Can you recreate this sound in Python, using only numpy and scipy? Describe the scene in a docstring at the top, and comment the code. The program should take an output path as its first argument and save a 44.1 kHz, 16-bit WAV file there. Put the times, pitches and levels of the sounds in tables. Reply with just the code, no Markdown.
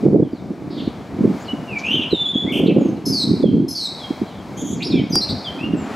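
"""A blue rock thrush sings on a balcony wall: clear whistles, fluttering trills and two harsh falling buzzes,
built as gliding sines with overtones and thrown back by the house fronts as echoes and a noise tail.
A sharp dry tick sounds once. Gusts rumble on the microphone as lumpy low noise, and single eddies thump it.
Behind lie random far chirps, the filtered noise of a town, a faint hum and a vehicle that draws near at the end.
The recorder's compressor ducks under the loudest peaks and recovers slowly."""
import sys
import numpy as np
from scipy import signal
from scipy.fft import rfft, irfft
from scipy.io import wavfile
from scipy.ndimage import uniform_filter1d, minimum_filter1d, map_coordinates

SR = 44100
rng = np.random.default_rng(int(sys.argv[2]) if len(sys.argv) > 2 else 0)


def store_pcm(level_fs):
    """Save levels as 16-bit WAV."""
    pcm = np.round(np.clip(level_fs, -1, 1) * 32767).astype(np.int16)
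    wavfile.write(sys.argv[1], SR, np.atleast_2d(pcm).T)


N = 262395
TIME = np.arange(N) / SR

# Clear notes of the thrush. Each row: start in seconds, length in seconds, first pitch in Hz,
# last pitch in Hz, level in dB at mid-note, swell from start to end in dB.
WHISTLES = [ (1.435, 0.054, 6000, 3950, -53, 10), (1.478, 0.053, 2930, 2936, -35.5, 1),
            (1.674, 0.11, 2910, 2286, -35, 17.5), (1.851, 0.022, 6760, 6330, -46.5, 2.5),
            (2.103, 0.071, 4236, 3580, -27.5, 11.5), (2.172, 0.062, 3526, 3533, -24.5, 9),
            (2.250, 0.066, 3405, 3519, -21.5, -2), (2.34, 0.11, 3286, 3500, -27.5, -9),
            (2.459, 0.048, 1880, 2260, -38, 23), (2.789, 0.12, 6950, 6300, -54, -3),
            (3.424, 0.069, 3540, 3153, -38, 8), (3.991, 0.066, 3620, 3193, -42, 17),
            (5.149, 0.042, 4750, 4744, -23.5, -13), (5.439, 0.053, 3700, 3077, -33.5, 14),
            (5.582, 0.08, 2440, 2845, -36.5, 8), (5.765, 0.089, 7750, 7100, -53, -3)]
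# Fluttering notes of the thrush. Each row: start in seconds, length in seconds, first pitch in Hz,
# last pitch in Hz, level in dB at mid-note, depth of the main flutter swing in Hz.
TRILLS = [ (.70, 0.19, 4410, 3500, -48.5, 700), (0.771, 0.047, 3550, 3150, -41, 350),
          (1.394, 0.041, 6400, 7200, -54, 300), (1.781, 0.027, 6500, 4030, -42, 1540),
          (1.835, .064, 2320, 2816, -26.5, 101), (1.896, 0.069, 2760, 3180, -22.5, 113),
          (1.962, 0.04, 3180, 2784, -24.5, 130), (2.010, 0.038, 3140, 2867, -26.5, 260),
          (2.658, .024, 2596, 3674, -33.5, 600), (2.673, 0.0425, 2995, 2490, -31, 278),
          (4.801, 0.03, 2295, 2620, -35, 250), (4.819, .022, 2700, 4660, -29, 400),
          (4.836, 0.043, 4870, 4900, -35, 260), (4.840, .055, 5430, 5350, -40, 90),
          (4.894, 0.043, 4830, 3420, -36, 198), (4.931, 0.077, 3630, 3104, -39, 170),
          (4.916, 0.11, 2520, 2230, -40.5, 120), (5.096, 0.042, 6350, 5730, -41.5, 130),
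          (5.134, 0.0615, 5640, 5250, -29.5, 220), (5.120, 0.073, 4986, 4740, -27, 110),
          (5.208, 0.04, 4140, 4255, -24.5, 200), (5.286, 0.031, 3754, 4400, -27, 333)]
# Trills and squeaks share one mean flutter rate; all trills but the slow rattle swell alike.
FLUTTER_HZ, TRILL_SWELL_DB = 253.4, 3
# Harsh calls, a screech that breaks into a falling buzz. Each row: start of the screech in seconds,
# level of the buzz in dB, length of the buzz in seconds, its last pitch in Hz, its flutter rate in Hz.
BUZZES = [(3.051, -25, .119, 3983, 79.9), (3.678, -26, 0.13, 3860, 140)]
# Thin squeaks whose octave outweighs the fundamental. Each row: start in seconds, length in seconds,
# level of the fundamental in dB.
SQUEAKS = [(4.564, 0.076, -47), (4.635, 0.12, -47.5)]
# Tone of the windpipe and beak, which favour two bands. Each row: frequency in Hz, gain in dB.
BEAK = [(6000, -0.5), (7500, -1), (9700, -6.5), (11200, -2), (12200, 1), (13300, -21)]
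# Echoes off nearby walls, before the walls' colour. Each row: delay in seconds, level in dB.
WALL_ECHOES = [(.0065, -5.5), (.021, -8), (.047, -14), (.079, -15)]
# Gusts on the microphone. Each row: peak time in seconds, level in dB before the common gust trim,
# build-up in seconds, dying away in seconds.
GUSTS = [(0.071, -12.5, 0.04, 0.058), (0.209, -9, 0.076, 0.048), (.78, -31, 0.22, 0.055),
         (1.244, -14, 0.05, 0.086), (1.96, -24, 0.06, 0.072), (2.80, -11.5, 0.23, 0.13),
         (3.099, -18, .04, 0.062), (3.321, -16, 0.066, 0.042), (3.549, -8, 0.11, .1),
         (4.74, -28, 0.17, 0.13), (5.02, -17, 0.11, 0.026), (5.14, -23, 0.052, 0.065), (5.68, -26, .11, .2)]
# Strongest single eddies striking the microphone. Each row: start in seconds, strength in dB before
# the common trims.
BUFFETS = [(.048, -3.5), (.14, 5), (.328, -11), (0.5, -14), (0.818, -16.5), (.869, -12), (1.238, -4),
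           (1.28, -18.5), (1.53, -10), (2.125, 1.5), (2.349, -10.5), (2.444, -8.5), (2.677, 1), (2.761, 0),
           (3.298, -9), (3.434, 8), (4.101, -12), (4.211, -9), (4.626, -14), (4.936, -4.5), (5.732, -6.5)]
# Harder eddies thump higher: reference pitch at a strength of 0 dB, and the dB that double it.
THUMP_HZ, THUMP_OCTAVE_DB = 355.8, 24.5
# Median strength of the breeze between gusts.
BREEZE_DB = -41.5
# Spectral shape of the turbulence. Each row: frequency in Hz, relative level in dB.
WIND_SPECTRUM = [(10, -59), (30, -61), (80, -18.5), (170, -1), (290, 1.5), (420, -8), (640, -22),
                 (900, -37.5), (1800, -68), (4000, -100)]
# Share of small, brighter eddies as the wind veers. Each row: time in seconds, gain in dB.
FINE_EDDIES = [(0, 2.5), (1.5, -8), (2.85, 8), (3.1, -15), (5.95, -7.5)]
# Spectral shape of the far traffic. Each row: frequency in Hz, relative level in dB.
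TOWN_SPECTRUM = [(10, -44), (28, -30.5), (70, 3), (200, 8.5), (400, -1), (750, -1.5), (1850, -18.5),
                 (2300, -13.5), (2700, -23.5), (4500, -23), (15500, -44.5)]
# Level of the far traffic before its bass and treble waver.
TOWN_DB = -36.5
# Spectral shape of the vehicle's tyres. Each row: frequency in Hz, relative level in dB.
TYRE_SPECTRUM = [(30, -33), (200, -5.5), (900, -7), (1400, -11), (2000, -16), (9000, -39.5), (15000, -54)]
# The far vehicle's course in loudness, before wavering. Each row: time in seconds, level in dB.
VEHICLE = [(0, -54), (1.8, -41), (3.8, -53), (5.3, -45.5), (5.9, -33.5)]
# How much far sound differs between the ears. Each row: frequency in Hz, side gain in dB against mid.
WIDTH = [(100, -15.5), (600, -17.5), (3500, -17)]
# Treble response of the microphone port. Each row: frequency in Hz, gain in dB.
MICROPHONE = [(8400, 2), (9150, -3.5), (9900, 3.5)]
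# The recorder cuts everything above this.
TOP_HZ = 15700


def undb(db):
    """Decibels to gain."""
    return 10 ** (np.asarray(db) / 20)


def unit(x):
    """Scale to rms 1."""
    return x / np.sqrt(np.mean(x ** 2))


def colour(x, points):
    """Filter by a curve of (Hz, dB) points, joined on a logarithmic frequency scale."""
    hz, db = np.transpose(points)
    bins = np.maximum(np.fft.rfftfreq(N, 1 / SR), 1)
    gain = undb(np.interp(np.log(bins), np.log(hz), db))
    return irfft(rfft(x) * gain, N)


def curve(points):
    """Follow (seconds, value) points along the scene."""
    return np.interp(TIME, *np.transpose(points))


def low_part(x, cutoff_hz):
    """Keep the bass without shifting it in time."""
    return signal.sosfiltfilt(signal.butter(2, cutoff_hz, fs=SR, output="sos"), x)


def walk(rate, size):
    """Smooth random drift of spread near 1, shaped by about rate random points a second."""
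    place = np.arange(size) * rate / SR
    return map_coordinates(rng.standard_normal(4096), [place], order=2, mode="wrap")


def stereo(mid, side):
    """Left and right from what they share and what differs."""
    return np.array([mid + side, mid - side])


def add(track, start, sound):
    """Mix a sound into a track at a time in seconds."""
    first = max(int(start * SR), 0)
    part = sound[:max(N - first, 0)]
    track[first:first + len(part)] += part


def thrush(rasp_share=0.34, squeak_hz=3380, squeak_rise=1.05, harsh_db=-25, harsh_octave_db=19):
    """Whistles, trills raspier with depth and richer with pitch, harsh calls and squeaks; notes may overlap."""
    song = rattle()
    for start, *shape in WHISTLES:
        add(song, start, note(*shape, overtone_db=-31, rasp_hz=24))
    for start, length, first, last, db, depth in TRILLS:
        rasp_hz = min(rasp_share * depth, 110)
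        # harsh_db is the octave's level for a last pitch of 3800 Hz
        overtone_db = harsh_db + harsh_octave_db * np.log2(last / 3800)
        trill = note(length, first, last, db, TRILL_SWELL_DB, depth, FLUTTER_HZ, overtone_db, rasp_hz)
        add(song, start, trill)
    for start, *shape in BUZZES:
        add(song, start, buzz(*shape))
    for start, length, db in SQUEAKS:
        squeak = note(length, squeak_hz / squeak_rise, squeak_hz, db, depth_hz=186, rate_hz=FLUTTER_HZ,
                      overtone_db=6.5, rasp_hz=92, edge_s=0.017)
        add(song, start, squeak)
    return colour(song, BEAK)


def note(length_s, first_hz, last_hz, db, swell_db=0, depth_hz=0, rate_hz=0, overtone_db=-37.0, rasp_hz=31,
         edge_s=0.0072, pulsing=0.18, upper_db=-35, settle=1.55):
    """One syllable: the syrinx settles on a pitch while a slower flutter shakes its pitch and loudness."""
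    size = int(length_s * SR)
    along = np.linspace(0, 1, size)
    # a settle above 1 glides fast at first and eases into the last pitch
    glide = last_hz + (first_hz - last_hz) * (1 - along) ** settle

    uneven_hz = min(.16 * rate_hz, 85)
    cycle = 2 * np.pi * np.cumsum(rate_hz + uneven_hz * walk(rate_hz, size)) / SR
    # each flutter snaps up and sinks back
    flutter = np.sin(cycle) + .35 * np.sin(2 * cycle)
    rasp = rasp_hz * walk(594.9, size)
    phase = 2 * np.pi * np.cumsum(glide + depth_hz * flutter + rasp) / SR

    nearest_end_s = np.minimum(along, 1 - along) * length_s
    edges = np.sin(np.pi / 2 * np.minimum(nearest_end_s / edge_s, 1)) ** 2
    swell = undb(db + swell_db * (along - .5))
    loudness = swell * edges * (1 + pulsing * flutter)

    # the membranes close unevenly, which adds an octave and two upper overtones
    octave = undb(overtone_db) * np.sin(2 * phase)
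    upper = sum((k * glide < SR / 2) * np.sin(k * phase) for k in (3, 4))
    # upper_db holds when the octave is at -28 dB; a stronger octave lifts the upper ones too
    upper_gain = undb(upper_db + (overtone_db + 28.0) * 0.83)
    return np.sqrt(2) * loudness * (np.sin(phase) + octave + upper_gain * upper)


def buzz(db, length_s, last_hz, rate_hz, screech_s=.071, fall=1.21, shake_hz=920):
    """A screech, shaken so fast that it splits into side tones, breaks into a falling buzz as it weakens."""
    screech = note(screech_s, 5280, 5130, db - 3, swell_db=-5, depth_hz=480, rate_hz=shake_hz,
                   overtone_db=-8, rasp_hz=105, edge_s=.012, upper_db=-45)
    falling = note(length_s, fall * last_hz, last_hz, db, swell_db=2, depth_hz=170, rate_hz=rate_hz,
                   overtone_db=-16, rasp_hz=90, edge_s=.004, upper_db=-45, settle=1.25)
    shaken = note(length_s, 5450, 5100, db - 12, swell_db=-7, depth_hz=560, rate_hz=shake_hz,
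                  overtone_db=-13, rasp_hz=180, upper_db=-45)
    return np.concatenate([screech, falling + shaken])


def rattle(at_s=2.518, length_s=0.084, hz=2780, db=-30, depth_hz=380, rate_hz=56):
    """One trill so slow that its single sweeps are heard."""
    song = np.zeros(N)
    sweeps = note(length_s, hz, hz, db, depth_hz=depth_hz, rate_hz=rate_hz, overtone_db=-26, rasp_hz=50,
                  pulsing=.45, upper_db=-22)
    add(song, at_s, sweeps)
    return song


def courtyard(song, t60_s=0.84, tail_db=-10, build_s=0.035, side_db=-23):
    """House fronts return a few echoes and a diffuse noise tail, both duller at the very top."""
    age = np.arange(SR) / SR
    shape = undb(-60 * age / t60_s) * (1 - np.exp(-age / build_s))
    tails = rng.standard_normal((2, SR)) * shape / np.sqrt(np.sum(shape ** 2))
    mid, side = (signal.fftconvolve(song, tail)[:N] for tail in tails)
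    echoes = np.zeros(N)
    for delay, db in WALL_ECHOES:
        add(echoes, delay, undb(db) * song)
    wet = stereo(echoes + undb(tail_db) * mid, undb(side_db) * side)
    return song + colour(wet, [(2000, 4), (5000, 1.5), (8000, 1.0), (13000, -5.5)])


def tick(at_s=5.1557, db=-11, decay_s=0.0017):
    """One sharp dry tick close by: a burst of noise that dies within milliseconds, then is coloured."""
    age = np.arange(SR // 40) / SR
    burst = undb(db) * rng.standard_normal(len(age)) * np.exp(-age / decay_s)
    click = np.zeros(N)
    add(click, at_s, burst)
    return colour(click, [(900, 9.5), (2500, -10), (9000, 3), (14000, -16)])


def wind(gust_db=-1, buffet_db=-2, wake_db=-13, side_db=-15, cycles=0.57, sag=0.44, rise_s=0.00868,
         restless_db=3):
    """Gusts swell out of a restless breeze; single eddies thump the diaphragm, sag in pitch and stir a wake."""
    strength = undb(BREEZE_DB + restless_db * walk(16, N))
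    for peak, db, build, die in GUSTS:
        width = np.where(TIME < peak, build, die)
        strength = strength + undb(gust_db + db) * np.exp(-((TIME - peak) / width) ** 2)

    thumps = np.zeros(N)
    # age counts from the height of the thump, so it starts below zero
    age = np.arange(SR // 20) / SR - rise_s
    onset = np.minimum((age + rise_s) * 2 / rise_s, 1)
    for (start, db), turn in zip(BUFFETS, rng.random(len(BUFFETS))):
        hz = THUMP_HZ * 2 ** (db / THUMP_OCTAVE_DB)
        phase = np.cumsum(hz * (1 - sag * np.tanh(age / rise_s))) / SR
        # a higher thump is shorter
        hump = onset / np.cosh(age * hz / cycles)
        add(thumps, start, undb(db + buffet_db) * hump * np.sin(2 * np.pi * (phase + turn)))
        add(strength, start, undb(db + wake_db) * onset / np.cosh(age / rise_s))

    mid = strength * eddies() + thumps
    # the side has its own turbulence and the thumps a millisecond late
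    side = strength * eddies() + np.roll(thumps, SR // 1000)
    return stereo(mid, undb(side_db) * side) * undb(np.array([[-.6], [.6]]))


def eddies(spread_db=5.0):
    """Turbulence: a low rumble in lumps a few cycles long, with more or fewer small eddies on top."""
    lumps = colour(rng.standard_normal(N) * undb(spread_db * walk(130, N)), WIND_SPECTRUM)
    large = low_part(lumps, 400)
    lumps = large + (lumps - large) * undb(curve(FINE_EDDIES))
    # even out the loudness over 40 ms, so that the wind strength sets it
    return lumps / np.sqrt(uniform_filter1d(lumps ** 2, SR // 25))


def far_birds(count=20, db=-57, length_s=0.07, low_hz=2500, high_hz=6500, fall=0.37):
    """Other birds some way off drop faint chirps at random; the higher ones fall further."""
    chirps = np.zeros(N)
    for when, height, stretch in rng.random((count, 3)):
        hz = low_hz * (high_hz / low_hz) ** height
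        chirp = note(length_s * (.5 + stretch), hz, hz * (1 - fall * height), db, rasp_hz=150)
        add(chirps, when * N / SR, chirp)
    return chirps


def town(hum_hz=701, hum_db=-52):
    """Far traffic and tyres as filtered noise, with a faint wandering hum as a sine."""
    traffic = undb(TOWN_DB) * wash(TOWN_SPECTRUM, waver_db=2.5)
    tyres = undb(curve(VEHICLE)) * wash(TYRE_SPECTRUM, waver_db=1.6)
    hum_phase = 2 * np.pi * np.cumsum(hum_hz + 8 * walk(25, N)) / SR
    hum = undb(hum_db + 3 * walk(7, N)) * np.sin(hum_phase)
    return (traffic + tyres + hum) * undb(np.array([[.8], [-.8]]))


def wash(points, waver_db):
    """Distant noise, set to rms 1 before its bass and treble waver on their own, the bass twice as far."""
    mid, side = (colour(rng.standard_normal(N), points) for _ in range(2))
    both = unit(stereo(mid, colour(side, WIDTH)))
    bass = low_part(both, 450)
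    treble = both - bass
    return bass * undb(2 * waver_db * walk(22, N)) + treble * undb(waver_db * walk(5.94, N))


def scene():
    """The thrush and its far neighbours in the courtyard, a tick, the wind and the town."""
    return courtyard(thrush() + far_birds()) + tick() + wind() + town()


def record(dry, release_s=0.46):
    """The microphone port notches the treble; a compressor ducks under peaks; the top is cut."""
    heard = colour(dry, MICROPHONE)
    peak = np.maximum(np.abs(heard).max(axis=0), 1e-9)
    # hold each peak and let it sink with the release time constant
    held = np.exp(np.maximum.accumulate(np.log(peak) + TIME / release_s) - TIME / release_s)
    compressor = np.minimum(.8 / held, 1) ** .55
    # a fast limiter takes what the gentle compressor lets through
    gain = np.minimum(compressor, .97 / peak)
    gain = uniform_filter1d(minimum_filter1d(gain, SR // 200), SR // 200)
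    top_cut = signal.ellip(10, .2, 80, TOP_HZ, fs=SR, output="sos")
    return signal.sosfilt(top_cut, heard * gain)


dry = scene()
out = record(dry)
store_pcm(out)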